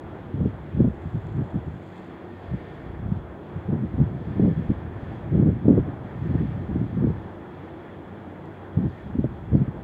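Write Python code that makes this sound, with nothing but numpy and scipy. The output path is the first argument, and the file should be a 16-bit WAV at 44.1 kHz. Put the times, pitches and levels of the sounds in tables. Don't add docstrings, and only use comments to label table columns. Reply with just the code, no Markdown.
import sys
import numpy as np
from scipy import signal
from scipy.fft import rfft, irfft, next_fast_len
from scipy.io import wavfile
from scipy.ndimage import uniform_filter1d, map_coordinates

SR = 44100
rng = np.random.default_rng(int(sys.argv[2]) if len(sys.argv) > 2 else 0)


def unload_audio(sound):
    columns = np.transpose(np.atleast_2d(sound))
    steps = np.round(np.clip(columns, -1, 1) * 32767)
    wavfile.write(sys.argv[1], SR, steps.astype(np.int16))


N = 433503

# middle t/s, length/s, level/dB, shift/octaves
GUSTS = [(0.43, .11, -21, -0.052), (.83, .11, -18, -0.18), (1.068, 0.048, -29, -0.23),
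         (1.168, 0.066, -25, -0.19), (1.383, .14, -26, -0.18), (1.564, 0.049, -20, -0.23),
         (1.709, .12, -31, -0.21), (2.537, 0.089, -26, -0.38), (3.109, .16, -26, -0.43),
         (3.561, 0.057, -29, -0.13), (3.762, 0.21, -23, 0.16), (4.018, 0.092, -17, -0.34),
         (4.158, 0.047, -26, -.1), (4.296, 0.045, -26, 0), (4.455, 0.15, -20, .1), (4.585, 0.045, -26, -.1),
         (4.707, .03, -19.5, -0.41), (5.425, .2, -16, -.1), (5.742, .18, -16.5, 0.028),
         (6.379, 0.41, -24, -0.044), (6.77, .17, -23.5, -.1), (7.046, .19, -20, -0.038),
         (8.827, .11, -22, -.05), (9.199, .11, -30.5, -0.13), (9.564, .13, -20, -.2)]


def from_db(db):
    return 10 ** (np.asarray(db) / 20)


def rms_one(x):
    return x / np.sqrt(np.mean(x ** 2) + 1e-20)


def in_time(rows):
    return np.interp(np.arange(N) / SR, *np.transpose(rows))


def coloured(x, spectrum):
    hz, db = np.transpose(spectrum)
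    bins = np.maximum(np.fft.rfftfreq(len(x), 1 / SR), 1)
    gain = from_db(np.interp(np.log(bins), np.log(hz), db))
    return rms_one(irfft(rfft(x) * gain, len(x)))


def drift(rate_hz):
    size = next_fast_len(N)
    rolloff = 1 + (np.fft.rfftfreq(size, 1 / SR) / rate_hz) ** 2
    return rms_one(irfft(rfft(rng.standard_normal(size)) / rolloff, size)[:N])


def resonance(x, hz, width_hz):
    r = np.exp(-np.pi * width_hz / SR)
    feedback = [1, -2 * r * np.cos(2 * np.pi * hz / SR), r * r]
    return signal.lfilter(np.array([1, 0, -1]) * (1 - r * r) / 2, feedback, x)


def swell(middle_s, length_s, steepness=3.0):
    away = np.abs(np.arange(N) / SR - middle_s) / (length_s / 2)
    return np.where(away < 4, np.exp(-away ** steepness), 0)


def bird(blur=.6):
    # t/s, length/s, start f/Hz, end f/Hz, level/dB
    chirps = [(8.871, 0.067, 4850, 4070, -71), (9.061, 0.036, 5150, 4750, -78),
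              (9.541, 0.043, 4935, 4587, -69.5), (9.569, 0.019, 4282, 4173, -65)]
    out = np.zeros(N)
    for s, length_s, start_hz, end_hz, db in chirps:
        size, at = int(length_s * SR), int(s * SR)
        phase = 2 * np.pi * np.cumsum(np.linspace(start_hz, end_hz, size)) / SR
        out[at:at + size] += from_db(db) * np.sqrt(np.hanning(size)) * np.sin(phase)
    return out * (1 - blur + blur * drift(150))


def leaves(touches_per_s=2700.0, spread_db=3.0, idle_db=-86.5, tick_s=.002):
    # middle t/s, length/s, level/dB
    flurries = [(1.246, 0.84, -81.5), (1.898, .35, -77)]
    # f/Hz, relative level/dB
    rustle = [(1000, -22), (3000, 5.5), (4400, 6.5), (5600, -8.5), (7400, 0.5), (9000, -9.5), (15000, -26)]
    # t/s, level/dB
    ticks = [(1.2683, -61), (2.0472, -69), (6.27, -65), (8.4566, -63)]
    size = next_fast_len(N)
    touches = (rng.random(size) < touches_per_s / SR) * rng.standard_normal(size)
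    touches *= from_db(spread_db * np.minimum(rng.exponential(1, size), 5))
    stir = from_db(idle_db) + sum(from_db(db) * swell(s, length_s) for s, length_s, db in flurries)
    out = stir * coloured(touches, rustle)[:N]
    crack = coloured(rng.standard_normal(size), rustle)
    age = np.arange(SR // 20) / SR
    for s, db in ticks:
        near = slice(int(s * SR), int(s * SR) + len(age))
        out[near] += from_db(db) * np.exp(-age / tick_s) * crack[near]
    return out


def sweeping_air(whistle_width_hz=27):
    # middle t/s, length/s, hiss level/dB, whistle level/dB, whistle f/Hz
    sweeps = [(2.037, 0.32, -62, -67, 1810), (2.621, 0.76, -61, -59.5, 1822),
              (4.455, 0.61, -61.5, -59.5, 1768), (5.072, 0.32, -65, -59.5, 1760),
              (6.37, 0.61, -63, -59.5, 1825), (7.05, .7, -65.5, -62.5, 1791), (8.93, .35, -68, -59.5, 1807)]
    # f/Hz, relative level/dB
    hiss_tone = [(800, -18), (1500, -2.5), (2100, 6), (2900, -6), (3800, -12), (4600, -12), (5600, -30.5),
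                 (9000, -49)]
    hiss = coloured(rng.standard_normal(next_fast_len(N)), hiss_tone)[:N]
    vortices = rng.standard_normal(N)
    out = np.zeros(N)
    for s, length_s, hiss_db, whistle_db, hz in sweeps:
        whistle = rms_one(resonance(vortices, hz, whistle_width_hz))
        out += swell(s, length_s) * (from_db(hiss_db) * hiss + from_db(whistle_db) * whistle)
    return out


def machinery():
    # f/Hz, width/Hz, level/dB
    tones = [(68, 6.5, -62), (94.2, 4.9, -48), (147.7, 3.6, -50.5), (178.4, 3.2, -53), (202.4, 6.2, -52),
             (325, 9.7, -52.5), (356, 4.1, -54.5)]
    out = np.zeros(N)
    for hz, width_hz, db in tones:
        phase = 2 * np.pi * hz * np.arange(N) / SR
        out += from_db(db) * (drift(width_hz / 2) * np.cos(phase) + drift(width_hz / 2) * np.sin(phase))
    return out


def river(gain_db=12.0, churn_db=1.23, churn_hz=4.9):
    # t/s, level/dB before gain_db
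    flow = [(0.1, -52.5), (1.54, -53.5), (5.5, -52), (9.7, -53.5)]
    # f/Hz, relative level/dB
    rush_tone = [(20, -26), (50, -6.5), (90, 2.5), (230, 4), (350, 6), (480, 0), (800, -2), (1150, -8.5),
                 (1750, -12), (2300, -20), (2950, -28.5), (4000, -37), (5600, -49.5), (9000, -58.5)]
    size = next_fast_len(N)
    rush = rfft(coloured(rng.standard_normal(size), rush_tone))
    octave = np.log2(np.maximum(np.fft.rfftfreq(size, 1 / SR), 1))
    out = np.zeros(N)
    for centre in range(4, 15):
        band = irfft(rush * np.maximum(1 - np.abs(octave - centre), 0), size)[:N]
        out += band * from_db(churn_db * drift(churn_hz))
    return out * from_db(in_time(flow) + gain_db)


def wind_pressure(gust_trim_db=-0.83, wake_db=-14.0, wake_spread=2.0, calm_db=-37.0,
                  flutter_db=3.5, flutter_hz=26.0, buffet_trim_db=-1.57, rise_s=0.002496, fall_s=.012):
    # t/s, relative level/dB
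    breeze = [(0, -38), (1.4, -35), (2.0, -47), (2.7, -41), (2.95, -33), (3.45, -41), (3.9, -34),
              (5.1, -33), (6.0, -36), (7.1, -32), (7.45, -43.5), (8.65, -44.5), (9.05, -34.5),
              (9.83, -36.5)]
    # t/s, relative level/dB
    buffets = [(0.34, -16), (0.403, -10), (0.456, -15), (.735, -13.5), (0.801, -8), (.874, -10.5),
               (1.374, -13.5), (3.115, -16), (3.685, -12.5), (3.721, -12.5), (3.935, -14), (4.011, -11),
               (4.393, -8), (4.452, -9.5), (4.696, -12.5), (5.345, -9), (5.423, -7), (5.457, -10.5),
               (5.68, -4), (5.7, -3), (5.774, -8.5), (5.882, -18.5), (6.346, -9.5), (7.066, -12.5),
               (8.768, -8), (9.15, -18.5), (9.185, -8), (9.24, -8), (9.547, -5.5), (9.613, -9),
               (9.678, -14.5)]
    t = np.arange(N) / SR
    gust_power = from_db(in_time(breeze)) ** 2
    for s, length_s, db, _ in GUSTS:
        core = swell(s, length_s)
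        wake = from_db(wake_db) * swell(s, wake_spread * length_s)
        gust_power += from_db(db) ** 2 * (core ** 2 + wake ** 2)
    gust = np.sqrt(gust_power)
    turbulent = gust ** 4 / (gust ** 4 + from_db(calm_db) ** 4)
    flutter = np.minimum(drift(flutter_hz), 1.5)
    power = turbulent * (gust * from_db(gust_trim_db + flutter_db * flutter)) ** 2
    for s, db in buffets:
        near = slice(int(s * SR), int(s * SR) + SR // 10)
        age = np.maximum(t[near] - s, 0)
        shove = (1 - np.exp(-(age / rise_s) ** 2)) * np.exp(-age / fall_s)
        power[near] += (from_db(db + buffet_trim_db) * shove) ** 2
    return np.sqrt(power)


def wind(strong_gust_db=-20.5, db_per_octave=30.0, eddy_s=0.017, low_cut_hz=63.0):
    # f/Hz, relative level/dB
    eddy_tone = [(15, -16.5), (30, -12), (60, -7.5), (100, 0.5), (160, 2.5), (250, -5), (350, -11.5),
                 (500, -22.5), (800, -41.5), (1600, -64), (4000, -95.5)]
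    pressure = wind_pressure()
    veer = in_time([(s, shift) for s, _, _, shift in GUSTS])
    octaves = (20 * np.log10(pressure) - strong_gust_db) / db_per_octave + veer
    speed = 2 ** np.clip(octaves, -1, 1)
    field = coloured(rng.standard_normal(next_fast_len(N)), eddy_tone)
    field /= np.sqrt(uniform_filter1d(field ** 2, int(eddy_s * SR)) + 1e-6)
    swept = map_coordinates(field, [np.cumsum(speed)], order=3, mode="wrap")
    low_cut = signal.butter(2, low_cut_hz, "high", fs=SR, output="sos")
    return signal.sosfilt(low_cut, pressure * swept)


def scene():
    return (river() + machinery() + bird() + leaves() + sweeping_air() + wind())[None, :]


def record(dry, hiss_db=-80.5, cutoff_hz=15700):
    # f/Hz, width/Hz, lift/dB
    port = [(3370, 250, 10), (6600, 570, 5), (7280, 550, 5)]
    ring = sum((from_db(lift_db) - 1) * resonance(dry, hz, width_hz) for hz, width_hz, lift_db in port)
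    hiss = from_db(hiss_db) * rng.standard_normal(dry.shape)
    high_cut = signal.ellip(10, .1, 80, cutoff_hz, fs=SR, output="sos")
    return signal.sosfilt(high_cut, dry + ring + hiss)


dry = scene()
out = record(dry)
unload_audio(out)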